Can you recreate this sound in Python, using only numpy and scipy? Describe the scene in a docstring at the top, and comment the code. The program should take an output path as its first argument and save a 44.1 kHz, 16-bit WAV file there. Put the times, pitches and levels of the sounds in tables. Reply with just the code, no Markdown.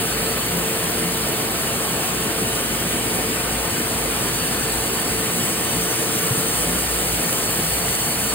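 """Ring twisting machine in a mill hall

Rows of spindles roar, hum and whirr, gears whine and loose parts clink. Travellers, the small clips
that guide the yarn round steel rings, hiss as they slide, tick once a turn and sometimes sing.
A few sharp clicks stand out; late on, the hiss comes nearer and there are two dull bumps.
It is all heard through two closely spaced microphone openings, left and right."""
import sys
import numpy as np
from scipy import signal
from scipy.fft import rfft, irfft
from scipy.io import wavfile
from scipy.ndimage import uniform_filter1d

SR = 44100
rng = np.random.default_rng(int(sys.argv[2]) if len(sys.argv) > 2 else 0)


def wav_out(sig):
    """Save sig, one row per channel (or a flat mono array), as 16-bit PCM at SR to the path in sys.argv[1]."""
    wavfile.write(sys.argv[1], SR, np.round(np.clip(np.atleast_2d(sig).T, -1, 1) * 32767).astype(np.int16))


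N = 367794
T = np.arange(N) / SR
HZ = np.fft.rfftfreq(N, 1 / SR)
TURN_HZ = 57.2  # spindle turns a second
BASS_LEFT_DB = 1.5  # how much louder the bass is on the left than on the right


def gain_of(db):
    """Turns decibels into a number to multiply a sound by."""
    return 10 ** (np.asarray(db) / 20)


def unit_level(x):
    """Scales a signal to an average size (rms) of one."""
    return x / np.sqrt(np.mean(x ** 2) + 1e-20)


def follow(points):
    """Joins (time, value) points with straight lines, giving a value for every sample."""
    return np.interp(T, *np.transpose(points))


def swell(peak_s, half_s):
    """A smooth rise and fall around one moment."""
    return np.exp(-np.minimum(((T - peak_s) / half_s) ** 2, 50))


def drift(rate_hz):
    """A random wobble of average size one; a higher rate makes it quicker."""
    return unit_level(irfft(rfft(rng.standard_normal(N)) * np.exp(-(HZ / rate_hz) ** 2), N))


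def shaped_noise(spectrum):
    """Two unrelated noises that follow a list of (frequency, level in each 1 Hz band)."""
    hz, db = np.transpose(spectrum)
    colour = gain_of(np.interp(np.log(HZ + 1), np.log(hz), db))
    return irfft(rfft(rng.standard_normal((2, N))) * colour, N) * np.sqrt(SR / 2)


def resonance(hz, width_hz):
    """Two unrelated noises ringing around one pitch; the narrower, the more like a note."""
    colour = 1 / (1 + (2 * (HZ - hz) / width_hz) ** 2)
    return unit_level(irfft(rfft(rng.standard_normal((2, N))) * colour, N))


def hall_roar(churn_hz=320, churn_half_width_hz=160):
    """All the spindles roar together, the frame rings along and the bobbins churn the air."""
    # the roar of the whole hall: f/Hz, level in a 1 Hz band/dB
    spectrum = [(22, -100), (42, -73), (75, -61.5), (115, -58.5), (190, -54.5), (280, -54), (480, -56),
                (600, -60), (850, -61.5), (1150, -62.5), (2000, -64.5), (2600, -64.5), (3800, -68.5),
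                (5200, -69), (9000, -150), (16000, -115)]
    # pitches at which the frame and guards ring: f/Hz, width/Hz, level/dB
    frame_notes = [(124.2, 47, -38), (213, 15, -42.5), (237, 10, -42.5), (329.4, 17, -43),
                   (710, 170, -41.5), (1795, 58, -46), (2980, 320, -42)]
    # how the churned air rises and falls: t/s, level change/dB
    churn = [(0, -1.5), (1.2, -1.5), (2, -1.5), (3, 0), (4.3, -1.5), (5.2, -1), (6.3, -1.8), (7.3, -2.2),
             (8.34, -4)]
    roar = shaped_noise(spectrum)
    roar += sum(gain_of(db) * resonance(hz, width) for hz, width, db in frame_notes)
    churned_air = irfft(rfft(roar) / (1 + ((HZ - churn_hz) / churn_half_width_hz) ** 6), N)
    return roar + churned_air * (gain_of(follow(churn)) - 1)  # only this band changes level


def spindle_hum(hum_trim_db=-0.1, wander_db=2.0, beat_trim_db=-2.5):
    """Unbalanced spindles hum once a turn; their tones at three times that pitch beat and throb."""
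    # the deep hum: t/s, relative level/dB
    hum_levels = [(0.04, -50), (0.12, -35), (.24, -40), (0.64, -40), (0.72, -54), (.9, -42), (1.15, -43),
                  (1.55, -44), (1.9, -47), (2.45, -43), (2.57, -41.5), (2.8, -44), (3.2, -40),
                  (3.62, -34.5), (3.76, -50), (3.87, -41), (4.25, -37), (4.62, -43), (4.78, -34),
                  (4.98, -47), (5.13, -38), (5.24, -47), (5.7, -51), (5.79, -41), (5.92, -51), (6.3, -51),
                  (6.6, -37), (6.88, -34), (7.18, -35), (7.29, -48), (7.55, -42), (7.88, -40), (7.95, -48),
                  (8.12, -41), (8.3, -35)]
    # throbs as the spindles fall into step: peak t/s, half length/s, level/dB
    throbs = [(0.562, 0.065, -29.5), (0.85, 0.05, -29.5), (1.07, 0.05, -28), (2.84, 0.045, -32),
              (3.16, 0.046, -31.5), (4.43, 0.057, -34), (5.25, 0.16, -39), (5.83, 0.065, -31),
              (6.214, 0.063, -32.5), (6.43, 0.087, -36.5), (6.72, 0.092, -30), (7.13, 0.058, -34),
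              (7.647, .05, -31), (7.842, 0.057, -30.5)]
    # spindles at slightly different speeds: speed above TURN_HZ/Hz, relative level/dB
    beating_spindles = [(-1.1, -43.5), (.15, -45), (1.3, -46)]
    turns = TURN_HZ * T + .11 * drift(4)
    hum_db = follow(hum_levels) + hum_trim_db + wander_db * drift(6.5)
    sound = gain_of(hum_db) * np.sin(2 * np.pi * turns)
    sound += sum(gain_of(db) * swell(s, half) for s, half, db in throbs) * np.sin(6 * np.pi * turns)
    for extra_hz, db in beating_spindles:
        turns = (TURN_HZ + extra_hz) * T + rng.random() + 0.051 * drift(2.6)
        sound += gain_of(db + beat_trim_db) * np.sin(6 * np.pi * turns)
    return np.sqrt(2) * sound


def gear_whine(drive_hz=446.3, drive_trim_db=1.45, flutter_db=1.6, drive_waver=0.045):
    """Meshing teeth give wavering tones; the main drive is loudest and steadiest in pitch."""
    # the main drive as the microphone moves: t/s, relative level/dB
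    drive_levels = [(0, -37), (.55, -38), (1.15, -36), (1.28, -40), (1.45, -37.5), (2.1, -43.5), (2.4, -36),
                    (2.6, -37), (2.8, -46), (3.2, -37), (3.35, -36), (3.55, -41), (3.9, -37.5), (4.2, -37),
                    (4.4, -44), (4.6, -36), (5, -37.5), (5.45, -36), (5.6, -46), (5.75, -38.5), (6.4, -37),
                    (6.75, -44), (8.34, -41)]
    # fainter gear tones: f/Hz, level/dB, waver/cycles
    faint_tones = [(659, -53.5, .2), (707.5, -46.5, .12), (1297, -51.5, .08), (1806, -55, .5),
                   (2406, -56, .3)]
    drive_db = follow(drive_levels) + drive_trim_db + flutter_db * drift(11)
    sound = np.zeros(N)
    for hz, db, waver in [(drive_hz, drive_db, drive_waver), *faint_tones]:
        cycles = hz * T + waver * drift(11.6)
        sound += gain_of(db) * np.sin(2 * np.pi * cycles)
    return np.sqrt(2) * sound


def ring_hiss(near_share=0.81, trim_db=0.54, flutter_db=0.59):
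    """Travellers hiss round the rings, fluttering with the pull of the yarn, and sometimes squeal."""
    # yarn and travellers sliding: f/Hz, relative level in a 1 Hz band/dB
    spectrum = [(2500, -90), (4500, -76), (5500, -72), (6300, -69.3), (7300, -68), (8100, -65.2),
                (9400, -64.2), (11200, -65.8), (13000, -68), (14600, -69), (15800, -70.5)]
    # how near the rings are, of which the hiss follows a share: t/s, relative level/dB
    nearness = [(0, -33.5), (4.2, -32.5), (6.4, -30), (8.34, -30)]
    # squeals of single travellers: peak t/s, half length/s, f/Hz, width/Hz, level/dB
    squeals = [(1.3, .04, 2950, 200, -40), (1.7, .03, 2850, 200, -36), (2.93, .025, 2980, 150, -36),
               (7.2, .04, 2950, 200, -40), (4.45, .04, 2950, 250, -38), (5.42, .05, 2930, 160, -36.5),
               (3.66, .03, 1830, 90, -39), (6.75, .18, 1790, 70, -43), (4.85, .3, 7970, 90, -42),
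               (5.42, .2, 7946, 75, -36), (6.52, .42, 8826, 90, -33), (5.95, .4, 6290, 100, -39.5),
               (6.14, .1, 7410, 70, -41), (7.45, .2, 7410, 70, -42), (8.3, .06, 7390, 70, -39)]
    near = follow(nearness)
    near_db = near_share * (near - near.mean())
    sound = shaped_noise(spectrum) * gain_of(trim_db + near_db + flutter_db * drift(25))
    for s, half, hz, width, db in squeals:
        sound += resonance(hz, width) * gain_of(db) * swell(s, half)
    return sound


def bearing_whirr(spacing_hz=57.03, width_hz=17):
    """Many bearings at nearly one speed give thin metallic tones at multiples of their turning rate."""
    # the outline of the tones' peaks: f/Hz, level in a 1 Hz band/dB
    spectrum = [(900, -79), (1170, -64.5), (1310, -76), (1420, -67), (1700, -69), (1900, -64.5),
                (2100, -63.5), (2400, -64), (2520, -67), (2850, -69), (3050, -65), (3500, -71), (4700, -75),
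                (5500, -81)]
    off_tone_hz = (HZ + spacing_hz / 2) % spacing_hz - spacing_hz / 2
    return irfft(rfft(shaped_noise(spectrum)) / (1 + (2 * off_tone_hz / width_hz) ** 2), N)


def rattle(clinks_per_s=9, decay_s=0.014, pitch_spread=0.0453):
    """Loose metal parts clink at random, each clink a little off the pitch of its kind."""
    # kinds of loose guides and guards: f/Hz, average level/dB
    loose_parts = [(1150, -50), (1480, -50), (2560, -50), (2900, -47.5), (3140, -49), (3700, -52)]
    sound = np.zeros((2, N))
    age = np.arange(SR // 8) / SR
    fade = np.exp(-age / decay_s)
    for hz, db in loose_parts:
        clinks = np.zeros((2, N + len(age)))
        for when, size, detune, left, right in rng.random((round(clinks_per_s * N / SR), 5)):
            pitch = hz * (1 + pitch_spread * (2 * detune - 1))
            cycles = pitch * age + np.array([[left], [right]])
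            start = int(when * N)
            clinks[:, start:start + len(age)] += (1 + size) * fade * np.sin(2 * np.pi * cycles)
        sound += gain_of(db) * unit_level(clinks[:, :N])
    return sound


def traveller_ticks(tick_s=.001, jitter_turns=0.0074, unevenness=0.4):
    """Each traveller scrapes one spot of its ring every turn: a fine buzz of uneven ticks."""
    # spindles that pass close by:
    # speed above TURN_HZ/Hz, nearest t/s, half time in earshot/s, level/dB, f/Hz, half width/Hz
    spindles = [(-0.22, .7, 1.5, -40, 14500, 2500), (0.058, .4, 1.6, -37.5, 9800, 1100),
                (-0.16, 0.81, 1.1, -38, 15000, 2800), (-.45, 6.3, .17, -35.5, 14300, 1300),
                (-0.22, 7.4, 0.88, -36, 13500, 2500), (.13, 8.9, 6.5, -37.5, 9000, 510)]
    sound = np.zeros((2, N))
    for extra_hz, nearest_s, earshot_s, db, hz, half_width in spindles:
        rate = TURN_HZ + extra_hz
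        turns = rate * T + rng.random() + jitter_turns * drift(7) + 1
        strength = 1 + unevenness * rng.uniform(-1.1, 1, N)[turns.astype(int)]  # one for each turn
        age = (turns % 1) / rate / tick_s
        ticks = unit_level(strength * age * np.exp(-2 * age))
        closeness = 1 / (1 + ((T - nearest_s) / earshot_s) ** 4)
        sound += resonance(hz, 2 * half_width) * ticks * gain_of(db) * closeness
    return sound


def whistle(hz, jitter_hz=54, throb=.45, roughness=.3):
    """A rough note with a shaky pitch: the traveller grips and slips once a turn."""
    pitch = hz + jitter_hz / 2 * np.array([drift(jitter_hz), drift(jitter_hz)])
    grip = 1 + throb * np.sin(2 * np.pi * (TURN_HZ * T + rng.random()))
    grip += roughness * drift(2 * jitter_hz)
    return unit_level(grip * np.sin(2 * np.pi * np.cumsum(pitch, axis=1) / SR))


def ring_song(ring_hz=4490, fade_s=.05, flutter_db=1.0, chirp_trim_db=1.0):
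    """All the rings chatter faintly at nearly one note; at times one holds a purer note or chirps."""
    # all the rings together: t/s, level/dB
    chorus = [(0, -46), (1.5, -46.5), (2, -49), (4.1, -48), (4.6, -46), (5.5, -45.5), (6.2, -43),
              (8.34, -44.5)]
    # soft notes held by one ring: start t/s, length/s, f/Hz, level/dB
    held_notes = [(.03, .54, 4465, -40.5), (3.5, .7, 4495, -45), (4.18, 1.1, 4505, -41.3),
                  (7.42, 1.0, 4440, -40.5)]
    # short chirps: peak t/s, half length/s, f/Hz, relative level/dB
    chirps = [(.13, .025, 4410, -39), (.24, .025, 4500, -38.5), (1.35, .025, 4410, -39),
              (1.44, .025, 4410, -40.5), (4.38, .035, 4520, -38), (4.635, .016, 4505, -38),
              (4.705, .028, 4505, -36.5), (4.84, .03, 4500, -40), (4.98, .03, 4520, -40.5),
              (5.08, .03, 4510, -40), (5.16, .025, 4480, -37.5), (5.71, .035, 4470, -38),
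              (6.86, .03, 4470, -39), (7.26, .035, 4470, -38), (7.48, .025, 4435, -38),
              (7.73, .025, 4410, -36.5), (7.82, .022, 4500, -37), (8.03, .035, 4410, -39.5),
              (8.12, .025, 4435, -37), (8.31, .02, 4410, -37)]
    sound = resonance(ring_hz, width_hz=105) * gain_of(follow(chorus))
    for s, length, hz, db in held_notes:
        fade = np.clip(np.minimum(T - s, s + length - T) / fade_s, 0, 1)
        sound += whistle(hz) * gain_of(db) * fade
    sound *= gain_of(flutter_db * drift(30))
    times, _, pitches, _ = np.transpose(chirps)
    nearest_chirp = np.searchsorted((times[1:] + times[:-1]) / 2, T)
    bursts = sum(gain_of(db + chirp_trim_db) * swell(s, half) for s, half, _, db in chirps)
    return sound + bursts * whistle(pitches[nearest_chirp])


def sharp_clicks(decay_s=.0007):
    """Sharp, bright clicks, each a tiny burst of noise; one is a loud traveller tick."""
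    # sharp clicks: t/s, peak level/dB
    clicks = [(0.115, -28.5), (6.2706, -15), (6.3894, -12), (7.3093, -12), (7.328, -8), (7.9523, -5)]
    bursts = sum(gain_of(db) * (T >= s) * np.exp(-abs(T - s) / decay_s) for s, db in clicks)
    return bursts * np.tanh(resonance(11000, width_hz=7000))


def bumps(rise_s=0.012):
    """Soft low knocks, each a few waves long."""
    # dull knocks: start t/s, f/Hz, peak level/dB
    knocks = [(6.304, 126, -16), (6.374, 140, -27)]
    sound = np.zeros(N)
    for s, hz, db in knocks:
        age = np.maximum(T - s, 0)
        rise_and_fall = (age / rise_s * np.exp(1 - age / rise_s)) ** 2
        sound += gain_of(db) * rise_and_fall * np.sin(2 * np.pi * hz * age)
    return sound


def reflections(pair, fine_db=1.8, broad_db=0.6, flutter_db=1.0):
    """Random shifting peaks and dips mimic echoes off metal as the microphone moves; the noise flutters."""
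    hz, _, slices = signal.stft(pair, SR, nperseg=2048)
    fine, broad, flutter = rng.standard_normal((3, *slices.shape[1:]))
    fine = fine - uniform_filter1d(fine, size=7, axis=0)  # axis 0 is frequency, axis 1 is time
    fine = unit_level(uniform_filter1d(fine, size=60, axis=1, mode="wrap"))
    broad = unit_level(uniform_filter1d(uniform_filter1d(broad, size=8, axis=0), size=10, axis=1))
    flutter = unit_level(uniform_filter1d(uniform_filter1d(flutter, size=16, axis=0), size=3, axis=1))
    above_bass = np.minimum(hz / 1100, 1)[:, None]
    change_db = above_bass * (fine_db * fine + broad_db * broad) + flutter_db * flutter
    return signal.istft(slices * gain_of(change_db), nperseg=2048)[1][:, :N]


def microphone_openings(pair):
    """Most pitches reach the left opening first, and scattered sound differs between the two."""
    # how the two sides compare: f/Hz, likeness (0-1), lead of the left/radians
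    sides = [(100, .99, 0), (400, .95, -.3), (750, .46, -.3), (1600, .55, .7), (2400, .2, 2.2),
             (4100, .3, 1.6), (5300, .96, 2.98), (5900, .98, 3.27), (6600, .72, 4.2), (8200, .99, 6.3),
             (9800, .8, 7.4), (11200, .99, 9.3), (12200, .99, 9.55), (13200, .7, 10.8), (14400, .98, 12.5)]
    hz, *columns = np.transpose(sides)
    likeness, lead = (np.interp(HZ, hz, column) for column in columns)
    left, scattered = rfft(pair)
    right = (likeness * left + np.sqrt(1 - likeness ** 2) * scattered) * np.exp(-1j * lead)
    bass_tilt = gain_of(BASS_LEFT_DB / 2 / (1 + (HZ / 480) ** 6))
    return irfft(np.array([left * bass_tilt, right / bass_tilt]), N)


def scene():
    """Noises spread over both sides; hum, gears and bumps sit slightly to the left."""
    lean_left = gain_of(np.array([[1], [-1]]) * BASS_LEFT_DB / 2)
    tones = (spindle_hum() + gear_whine() + bumps()) * lean_left
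    noises = reflections(hall_roar() + ring_hiss())
    noises = noises + bearing_whirr() + rattle() + traveller_ticks() + sharp_clicks()
    return microphone_openings(noises) + ring_song() + tones


def record(dry):
    """Cuts away the very highest treble, above 15800 Hz."""
    low_pass = signal.firwin(511, 15800, window=("kaiser", 9), fs=SR)
    return signal.oaconvolve(dry, low_pass[None], "same")


dry = scene()
out = record(dry)
wav_out(out)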